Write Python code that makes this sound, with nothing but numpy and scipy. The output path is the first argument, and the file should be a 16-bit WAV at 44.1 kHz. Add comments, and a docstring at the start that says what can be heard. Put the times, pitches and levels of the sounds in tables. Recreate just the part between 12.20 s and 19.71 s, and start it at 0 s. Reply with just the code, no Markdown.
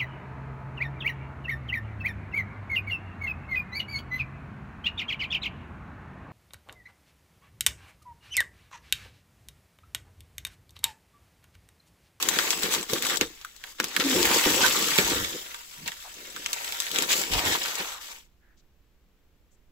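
"""Newspaper crumples as hands unwrap a heavy parcel on a wooden table, close to a stereo microphone.
One long pull and many short grips make creases buckle, in single snaps and showers of crackles,
while sliding friction adds hiss. The parcel scuffs, bumps and judders, exciting the damped modes
of the table top. Fingers stroke and squeak; the large sheet pushes puffs of air and flaps with a
low swish. At the end the quiet room is left."""
import sys
import numpy as np
from scipy import signal
from scipy.fft import rfft, irfft, next_fast_len
from scipy.io import wavfile
from scipy.ndimage import uniform_filter1d, map_coordinates

SR = 44100
rng = np.random.default_rng(int(sys.argv[2]) if len(sys.argv) > 2 else 0)


def master(y):
    """Save y as 16-bit WAV."""
    cut = np.clip(np.atleast_2d(y).T, -1, 1)
    pcm = np.round(cut * 32767)  # scale
    wavfile.write(sys.argv[1], SR, pcm.astype(np.int16))


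N = 331191
TIME = np.arange(N) / SR


def amp(db):
    """Decibels to amplitude ratio."""
    return 10 ** (np.asarray(db) / 20)


def unit(x):
    """Normalisation to rms 1."""
    return x / np.sqrt(np.mean(x ** 2) + 1e-20)


def spectrum_at(points, hz):
    """Interpolation on a log-frequency axis."""
    f, value = np.transpose(points)
    return np.interp(np.log(hz + 1), np.log(f), value)


def follow(rows, column):
    """Linear interpolation of one column over time."""
    rows = np.asarray(rows)
    return np.interp(TIME, rows[:, 0], rows[:, column])


def envelope(rows, column):
    """Gain from a dB column, with exponential decay outside its span."""
    outside_s = np.maximum(rows[0][0] - TIME, 0) + np.maximum(TIME - rows[-1][0], 0)
    return amp(follow(rows, column)) * np.exp(-outside_s / 0.1)


def add(mix, start_s, sound):
    """Superposition of a stereo sound on the mix."""
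    part = mix[:, max(round(start_s * SR), 0):][:, :sound.shape[1]]
    part += sound[:, :part.shape[1]]


def colour(x, curve_db, size=1024):
    """Minimum-phase filter of gain curve_db(hz): being causal, it keeps attacks sharp."""
    hz = abs(np.fft.fftfreq(size, 1 / SR))
    log_gain = np.log(amp(np.maximum(curve_db(hz), -90)))
    taps = np.fft.ifft(np.exp(np.conj(signal.hilbert(log_gain)))).real
    return signal.fftconvolve(x, taps[None], axes=1)[:, :x.shape[1]]


def hump(hz, centre_hz, octaves):
    """Resonance peak in dB."""
    return -20 * np.log10(1 + (np.log2((hz + 1) / centre_hz) / octaves) ** 2)


def rolloff(ratio, order):
    """Filter slope in dB: 6 dB per octave and order once the frequency ratio passes 1."""
    return -10 * np.log10(1 + ratio ** (2 * order))


def drift(x, share, step_s=0.12):
    """Frequency modulation: all resonances wander together by a share of their pitch."""
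    knots_s = np.arange(64) * step_s
    speed = np.exp(share * np.interp(TIME, knots_s, rng.standard_normal(len(knots_s))))
    return np.array([map_coordinates(port, [np.cumsum(speed)], order=3, mode="mirror") for port in x])


def stroke(start_s, length_s, attack_s, release_s):
    """Envelope of one hand move: linear rise, hold, exponential decay."""
    t = TIME - start_s
    return np.clip(t / attack_s, 0, 1) * np.exp(-np.maximum(t - length_s, 0) / release_s)


def stick_slip(per_s, depth_db, relax_s):
    """Stick-slip friction as a gain: a contact lets go at random moments, then relaxes."""
    slips = (rng.random(N) < per_s / SR) * rng.random(N)
    surge = signal.lfilter([1], [1, -np.exp(-1 / (relax_s * SR))], slips)
    return unit(amp(depth_db * np.tanh(surge)))


def table_top(force):
    """Modal response: the wooden top rings as a sum of well-damped sinusoids."""
    # modes of the top: pitch_hz, bandwidth_hz, level_db
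    modes = [(190, 65, -6), (260.7, 77, -5), (331.6, 70, 0.5), (451.6, 176, -1), (500.4, 71, 2)]
    t = np.arange(SR // 8) / SR
    ring = sum(amp(db) * width * np.exp(-np.pi * width * t) * np.sin(2 * np.pi * hz * t) * (-1) ** k
               for k, (hz, width, db) in enumerate(modes))
    return signal.oaconvolve(force, ring[None], axes=1)[:, :force.shape[1]]


def parcel_scuffs(crumple, slips_per_s=700, coupling_db=-21):
    """Friction: small slips excite the table, whose modes shift as the weight moves."""
    # shoves over the table: start_s, length_s, level_db
    shoves = [(-0.007, 0.41, -39), (0.386, 0.21, -41.5), (0.68, 0.36, -40), (1.584, 0.073, -42.5),
              (1.742, 0.31, -35), (1.887, 0.29, -33.5), (2.235, 0.23, -32.5), (2.487, 0.24, -35),
              (2.764, 0.24, -34), (3.084, 0.062, -39), (3.945, 0.34, -54.5), (4.695, 0.38, -41.5),
              (5.082, 0.25, -37), (5.409, 0.2, -55.5)]
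    slips = rng.standard_normal((2, N)) * (rng.random(N) < slips_per_s / SR)
    scuffs = drift(table_top(slips), share=0.055) * stick_slip(per_s=22, depth_db=9, relax_s=0.02)
    power = sum((amp(db) * stroke(start_s, length_s, attack_s=0.047, release_s=0.045)) ** 2
                for start_s, length_s, db in shoves)
    power += (amp(coupling_db) * crumple) ** 2  # crumpling also shakes the table
    return np.sqrt(power) * unit(scuffs)


def handling():
    """Incoherent sources add in power: the pull and the grips set the gains of crumpling and hiss."""
    # rustle of the sheet drawn off the parcel: time_s, level_db
    pull = [(0.02, -34), (0.59, -34.5), (0.66, -46), (0.85, -34.5), (1.08, -50), (1.35, -55.5),
            (1.55, -55.5), (1.93, -26.5), (2.32, -25.5), (2.92, -29), (3.43, -50.5), (4.14, -45),
            (4.45, -38), (4.65, -37.5), (5.48, -35.5), (5.71, -38.5), (5.79, -49), (5.98, -49.5),
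            (6.11, -81.5)]
    # fingers squeezing the paper: start_s, length_s, crumple_db, hiss_over_crumple_db
    grips = [(0.106, 0.23, -32.5, -1.5), (0.417, 0.044, -30, -1.5), (0.503, 0.058, -32.5, 3.5),
             (0.685, 0.095, -35, 0), (0.826, 0.085, -34, 0.5), (0.886, 0.065, -28, -5),
             (1, 0.036, -33.5, -6), (1.429, 0.086, -49, 1.5), (1.583, 0.19, -40, -10.5),
             (1.795, 0.02, -26, -10), (2.104, 0.097, -30, -0.5), (2.399, 0.061, -22, -10),
             (2.783, 0.023, -29.5, -1), (3.654, 0.032, -35.5, -6), (3.26, 0.58, -63.5, 13),
             (4.735, 0.1, -30, -5.5), (4.884, 0.048, -26, 0), (4.94, 0.078, -31, 3.5),
             (5.109, 0.09, -26.5, -5), (5.244, 0.11, -26, -4), (5.402, 0.1, -32, -12),
             (5.574, 0.043, -31, -8), (5.803, 0.12, -46, 0.5)]
    crumple_power = hiss_power = envelope(pull, column=1) ** 2
    for start_s, length_s, db, hiss_db in grips:
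        grip = amp(db) * stroke(start_s, length_s, attack_s=0.0098, release_s=0.016)
        crumple_power = crumple_power + grip ** 2
        hiss_power = hiss_power + (amp(hiss_db) * grip) ** 2
    return np.sqrt(crumple_power), np.sqrt(hiss_power)


def paper_db(hz, low_hz=600):
    """Radiation from a thin sheet, which is inefficient in the bass."""
    # spectrum of the paper: frequency_hz, level_db
    spectrum = [(600, -2), (1000, -3.5), (1300, -7.5), (2000, -5), (3500, -0.84), (4700, -4.5),
                (7000, -4.5), (10000, -11.5), (15000, -10)]
    return spectrum_at(spectrum, hz) + rolloff(low_hz / (hz + 1), order=3)


def buckle(centre_hz, octaves, crack_s, ring_db, ring_s, click_db=5, click_s=0.0003, lowest_mode_hz=880):
    """Buckling: a crease flips with a click and a broad crack, then rings in a narrower band. Energy 1."""
    def burst(decay, width):
        return colour(decay * rng.standard_normal((2, len(decay))), lambda hz:
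                      paper_db(hz) + rolloff(lowest_mode_hz / (hz + 1), 4) + hump(hz, centre_hz, width))

    t = np.arange(1800) / SR
    crack = burst(amp(click_db) * np.exp(-t / click_s) + np.exp(-t / crack_s), octaves)
    ring = burst(np.exp(-t / ring_s), octaves / 4)
    wave = crack + amp(ring_db) * ring
    return wave / np.linalg.norm(wave, axis=1, keepdims=True)


def shower(per_s, spread_db, low_hz, high_hz, crack_s, pitches=20):
    """Crackling noise: small creases buckle in random clumps, a few much louder than the rest."""
    clumps = np.exp(0.3 * unit(uniform_filter1d(rng.standard_normal(N), 300)))
    out = np.zeros((2, N))
    for centre_hz in np.geomspace(low_hz, high_hz, pitches):
        flips = rng.random(N) < per_s * clumps / pitches / SR
        strength = amp(spread_db * np.minimum(rng.exponential(1, N), 3.4))
        crease = buckle(centre_hz, octaves=0.69, crack_s=crack_s, ring_db=-5, ring_s=0.007)
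        out += signal.oaconvolve((flips * strength)[None], crease, axes=1)[:, :N]
    return unit(out)


def rubbing(flutter_db):
    """Friction noise of fibres, amplitude-modulated as the sheets catch."""
    flutter = unit(uniform_filter1d(uniform_filter1d(rng.standard_normal(N), 220), 110))
    return unit(colour(rng.standard_normal((2, N)), paper_db) * amp(flutter_db * flutter))


def rustle(crumple, hiss, split_hz=4000, panel_hz=1250, firm_pull_db=-47, stray_db=-6.5):
    """Buckling and friction: folds crackle in the midrange, sheets hiss above, lone crackles stand out."""
    folds = shower(per_s=750, spread_db=3.1, low_hz=1020, high_hz=4630, crack_s=0.0022)
    folds += rubbing(flutter_db=1.5)
    fibres = shower(per_s=1600, spread_db=2.8, low_hz=3000, high_hz=15700, crack_s=0.001)
    fibres += amp(2) * rubbing(flutter_db=1)
    strays = shower(per_s=45, spread_db=2.0, low_hz=1400, high_hz=8000, crack_s=0.0013, pitches=10)
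    slipping = stick_slip(per_s=32, depth_db=4.8, relax_s=0.008)
    folds = drift(folds, share=0.1)  # pitch wanders as the sheet deforms
    folds = unit(colour(folds, lambda hz: rolloff(hz / split_hz, order=3)))
    fibres = unit(colour(fibres, lambda hz: rolloff(split_hz / (hz + 1), order=3)))
    # the sheet's wide, low panels sound fully only under a firm pull
    panels = signal.filtfilt(*signal.butter(2, panel_hz, fs=SR), folds)
    slack = np.maximum(1 - crumple / amp(firm_pull_db), 0)
    crackle = slipping * (folds - slack * panels) + amp(stray_db) * strays
    return crumple * crackle + hiss * np.sqrt(slipping) * fibres


def table_reflection(x, delay_s=0.000498, share=0.27):
    """Comb filtering: the table mirrors the paper, and the notches shift as the sheet rises and sinks."""
    knots_s = np.arange(0, TIME[-1] + 0.3, 0.12)
    out = []
    for port in x:
        height = np.exp(0.28 * np.interp(TIME, knots_s, rng.standard_normal(len(knots_s))))
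        echo = map_coordinates(port, [np.arange(N) - delay_s * SR * height], order=3)
        out.append(port + share * echo)
    return np.array(out) / np.sqrt(1 + share ** 2)


def snaps(wide_fold_hz=1730, tick_db=-4.5, pan_share=0.91, hold_s=0.0054):
    """Large creases buckle singly: wide folds pop hollow in a narrow band, tight ones tick broadly."""
    # snapping creases: start_s, level_db, centre_hz, left_over_right_db (scaled by pan_share)
    creases = [(0.0263, -19, 4600, -5), (0.0875, -16, 9200, 5.5), (0.188, -15.5, 1500, 2),
               (0.3055, -19.5, 3620, 1), (0.433, -22.5, 3180, 3), (0.539, -22.5, 6900, 9),
               (0.549, -23, 2390, 0), (0.629, -33.5, 6000, 11), (0.699, -31.5, 2300, 2),
               (0.7345, -21, 4970, -1), (0.8239, -24, 6810, -1), (0.851, -29, 2210, 5),
               (0.8672, -25.5, 6000, 8), (0.9715, -26, 7500, 11), (1.0113, -16, 2250, -1),
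               (1.2135, -43, 2680, 2), (1.248, -33.5, 1330, 5.5), (1.364, -48, 7200, 12),
               (1.4394, -36, 1670, -8), (1.6006, -18.5, 1710, 0), (1.6424, -23, 9300, -3),
               (1.7644, -16.5, 1760, -7), (1.7995, -24.5, 2330, 8), (2.029, -20.5, 2950, 8),
               (2.0547, -18, 1980, -3), (2.115, -24, 2400, 3), (2.253, -20.5, 1900, -5),
               (2.4508, -26, 1600, -5.5), (2.464, -20, 4500, -16), (2.7802, -18, 5044, 0),
               (2.7854, -14.5, 1860, -11), (3.047, -29, 1930, -12), (3.3444, -32, 1600, -3),
               (3.6777, -27, 2830, -3), (3.7192, -37, 1830, -14), (4.163, -31.5, 1490, -6),
               (4.2611, -24, 2140, 1), (4.3307, -21.5, 6190, -2), (4.4448, -31.5, 3800, -3),
               (4.523, -30, 2800, -6), (4.6022, -23, 9000, 3), (4.621, -32, 2970, 3),
               (4.667, -30.5, 1860, -3), (4.715, -31.5, 5000, 13), (4.76, -24.5, 2200, 4),
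               (4.786, -19, 2580, 5), (4.8225, -22.5, 6000, 5), (5.037, -28, 2080, -4),
               (5.1357, -24, 2540, 8), (5.458, -29, 2600, -3), (5.555, -29.5, 6500, 5)]
    out = np.zeros((2, N))
    for start_s, db, centre_hz, pan_db in creases:
        octaves = min(0.62 * (centre_hz / wide_fold_hz) ** 2.4, 4.3)
        fold = buckle(centre_hz, octaves, crack_s=0.0025, ring_db=-5.5, ring_s=0.005)
        fibre_tick = buckle(centre_hz=7500, octaves=2.2, crack_s=0.0015, ring_db=-19, ring_s=0.0058)
        sides = amp(pan_share * pan_db * np.array([[0.5], [-0.5]]))
        gain = amp(db) * np.sqrt(SR * hold_s)  # the energy of that level held for hold_s
        add(out, start_s, (fold + amp(tick_db) * fibre_tick) * gain * sides)
    return out


def parcel_bumps(contact_s=0.015, trim_db=-11.5):
    """Padded impact: a decaying burst of force excites the table's modes."""
    # bumps on the table: start_s, level_db (before trim_db)
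    bumps = [(0.163, -32), (0.435, -28), (0.727, -22), (1.008, -24.5), (1.596, -30), (1.948, -20.5),
             (2.103, -25.5), (2.157, -25), (2.257, -17.5), (2.782, -16), (4.781, -29.5), (5.596, -34)]
    t = np.arange(SR // 8) / SR
    out = np.zeros((2, N))
    for start_s, db in bumps:
        force = rng.standard_normal((2, len(t))) * np.exp(-t / contact_s)
        add(out, start_s, amp(db + trim_db) * unit(table_top(force)))
    return out


def swish(length_s, curve_db):
    """Filtered noise that swells and fades under a tapered window."""
    noise = colour(rng.standard_normal((2, SR // 2)), curve_db, size=4096)[:, -int(length_s * SR):]
    return unit(noise * signal.windows.tukey(noise.shape[1], 0.6))


def air_puffs():
    """Air displacement: the moving sheet pushes low-frequency puffs at the microphone. One row, at 3.56 s, is
    instead a low scuff of the parcel near 170 Hz."""
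    # puffs of air, and one low parcel scuff at 3.56 s: start_s, length_s, level_db, centre_hz
    puffs = [(1.005, 0.094, -52, 70), (1.936, 0.19, -45.5, 60), (2.252, 0.31, -49.5, 65),
             (2.755, 0.39, -45, 65.4), (3.561, 0.16, -52, 174), (5.097, 0.11, -34.5, 46),
             (5.197, 0.16, -43.5, 83)]
    out = np.zeros((2, N))
    for start_s, length_s, db, centre_hz in puffs:
        puff = swish(length_s, lambda hz: hump(hz, centre_hz, octaves=0.76) + rolloff(hz / 300, order=2))
        add(out, start_s, amp(db) * puff)
    return out


def parcel_judder():
    """Stick-slip oscillation: the weight judders over the wood with an unsteady pitch."""
    # course of the judder: time_s, pitch_hz, level_db
    course = [(1.82, 297, -54), (1.858, 273, -20), (1.885, 270, -29), (1.905, 262, -28.5),
              (1.935, 244, -27), (1.955, 368.5, -36), (1.985, 355, -24), (2.03, 329.5, -34.5)]
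    unsteady = unit(uniform_filter1d(rng.standard_normal(N), 300))
    pitch_hz = follow(course, column=1) * (1 + 0.056 * unsteady)
    tone = np.sin(2 * np.pi * np.cumsum(pitch_hz) / SR) * (1 + 0.27 * unsteady)
    # left only: two_ports shares so low a tone with the right
    return np.array([envelope(course, column=2) * unit(tone), np.zeros(N)])


def strokes_and_flaps():
    """Band-limited noise: finger strokes and squeaks, and the low swish of the large sheet flapping."""
    # strokes, squeaks and flaps: start_s, length_s, level_db, centre_hz, width_octaves
    moves = [(2.427, 0.04, -21, 1530, 0.048), (2.435, 0.042, -28, 990, 0.053),
             (3.838, 0.052, -47.5, 935, 0.61), (4.895, 0.057, -25.5, 2380, 0.8),
             (5.108, 0.23, -36, 780, 0.85), (5.401, 0.46, -45, 1230, 0.43),
             (6.187, 0.19, -69.5, 1624, 0.23), (6.362, 0.057, -68, 4930, 0.69),
             (7.302, 0.066, -72, 7650, 0.39)]
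    out = np.zeros((2, N))
    for start_s, length_s, db, centre_hz, octaves in moves:
        add(out, start_s, amp(db) * swish(length_s, lambda hz: paper_db(hz) + hump(hz, centre_hz, octaves)))
    return out


def room_tone(level_db=-60.5):
    """Stationary background noise: low rumble and faint hiss, unmasked at the end."""
    # spectrum of the quiet room: frequency_hz, relative_db
    spectrum = [(25, -4.5), (65, -6.5), (100, -17), (170, -18.5), (400, -23), (700, -31), (3000, -35),
                (10000, -47), (13000, -42)]
    noise = colour(rng.standard_normal((2, N)), lambda hz: spectrum_at(spectrum, hz), size=8192)
    return amp(level_db) * unit(noise)


def room(x, reflections_per_s=3000):
    """Reverberation of a small furnished room: sparse reflections whose treble dies before the bass."""
    # reverberation time: frequency_hz, t60_s
    decay_times = [(200, 0.12), (2000, 0.035), (12000, 0.047)]
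    taps = rng.standard_normal((2, SR // 2)) * (rng.random((2, SR // 2)) < reflections_per_s / SR)
    taps[:, :SR // 600] = 0  # gap before the first reflection
    hz, t, bands = signal.stft(taps, SR, nperseg=256)
    decay = amp(-60 * t / spectrum_at(decay_times, hz)[:, None])
    tail = signal.istft(bands * decay, SR, nperseg=256)[1]
    return signal.fftconvolve(x, tail / np.linalg.norm(tail[0]), axes=1)[:, :N]


def two_ports(x):
    """Spatial coherence: long waves reach both microphone ports alike, short ones nearly unrelated."""
    # likeness of left and right: frequency_hz, correlation
    coherence = [(60, 0.82), (350, 0.97), (700, 0.8), (1500, 0.48), (4000, 0.18)]
    size = next_fast_len(N + SR // 10)
    left, other = rfft(x, size)
    same = spectrum_at(coherence, np.fft.rfftfreq(size, 1 / SR))
    right = same * left + np.sqrt(1 - same ** 2) * other
    return irfft(np.array([left, right]), size)[:, :N]


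def scene():
    """Superposition of all sources; the paper reaches the left port later as it moves to the right."""
    # arrival delay of the paper at the left port: time_s, lag_s
    left_lag = [(1.0, -.00005), (2.6, 0), (3.2, .00047), (4.3, .00046), (5.0, .00026)]
    crumple, hiss = handling()
    paper = table_reflection(rustle(crumple, hiss)) + snaps()
    direct = two_ports(paper)
    lag_samples = np.round(follow(left_lag, column=1) * SR).astype(int)
    direct[0] = direct[0, np.clip(np.arange(N) - lag_samples, 0, N - 1)]
    reverberation = amp(-5) * room(paper)
    parcel = parcel_scuffs(crumple) + parcel_bumps() + parcel_judder()
    return direct + reverberation + two_ports(parcel + air_puffs() + strokes_and_flaps() + room_tone())


def record(dry):
    """Microphone response: each port has its own colour; soft saturation and a band limit follow."""
    # treble dip of both ports: frequency_hz, gain_db
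    port_dip = [(7000, -1.5), (7900, 1.5), (8700, -12), (9600, -3), (11000, -0.5)]
    # balance of the ports: frequency_hz, left_over_right_db
    balance = [(60, -4), (400, 1.5), (1500, 0), (4200, 0), (6400, 8), (9800, 5), (15000, -1)]
    ceiling, edge_hz = 0.95, 15750
    left = colour(dry[:1], lambda hz: spectrum_at(port_dip, hz) + spectrum_at(balance, hz) / 2)
    right = colour(dry[1:], lambda hz: spectrum_at(port_dip, hz) - spectrum_at(balance, hz) / 2)
    rounded = ceiling * np.tanh(np.vstack([left, right]) / ceiling)
    low_pass = signal.firwin(401, edge_hz, window=("kaiser", 8), fs=SR)
    return signal.oaconvolve(rounded, low_pass[None], "same", axes=1)


dry = scene()
out = record(dry)
master(out)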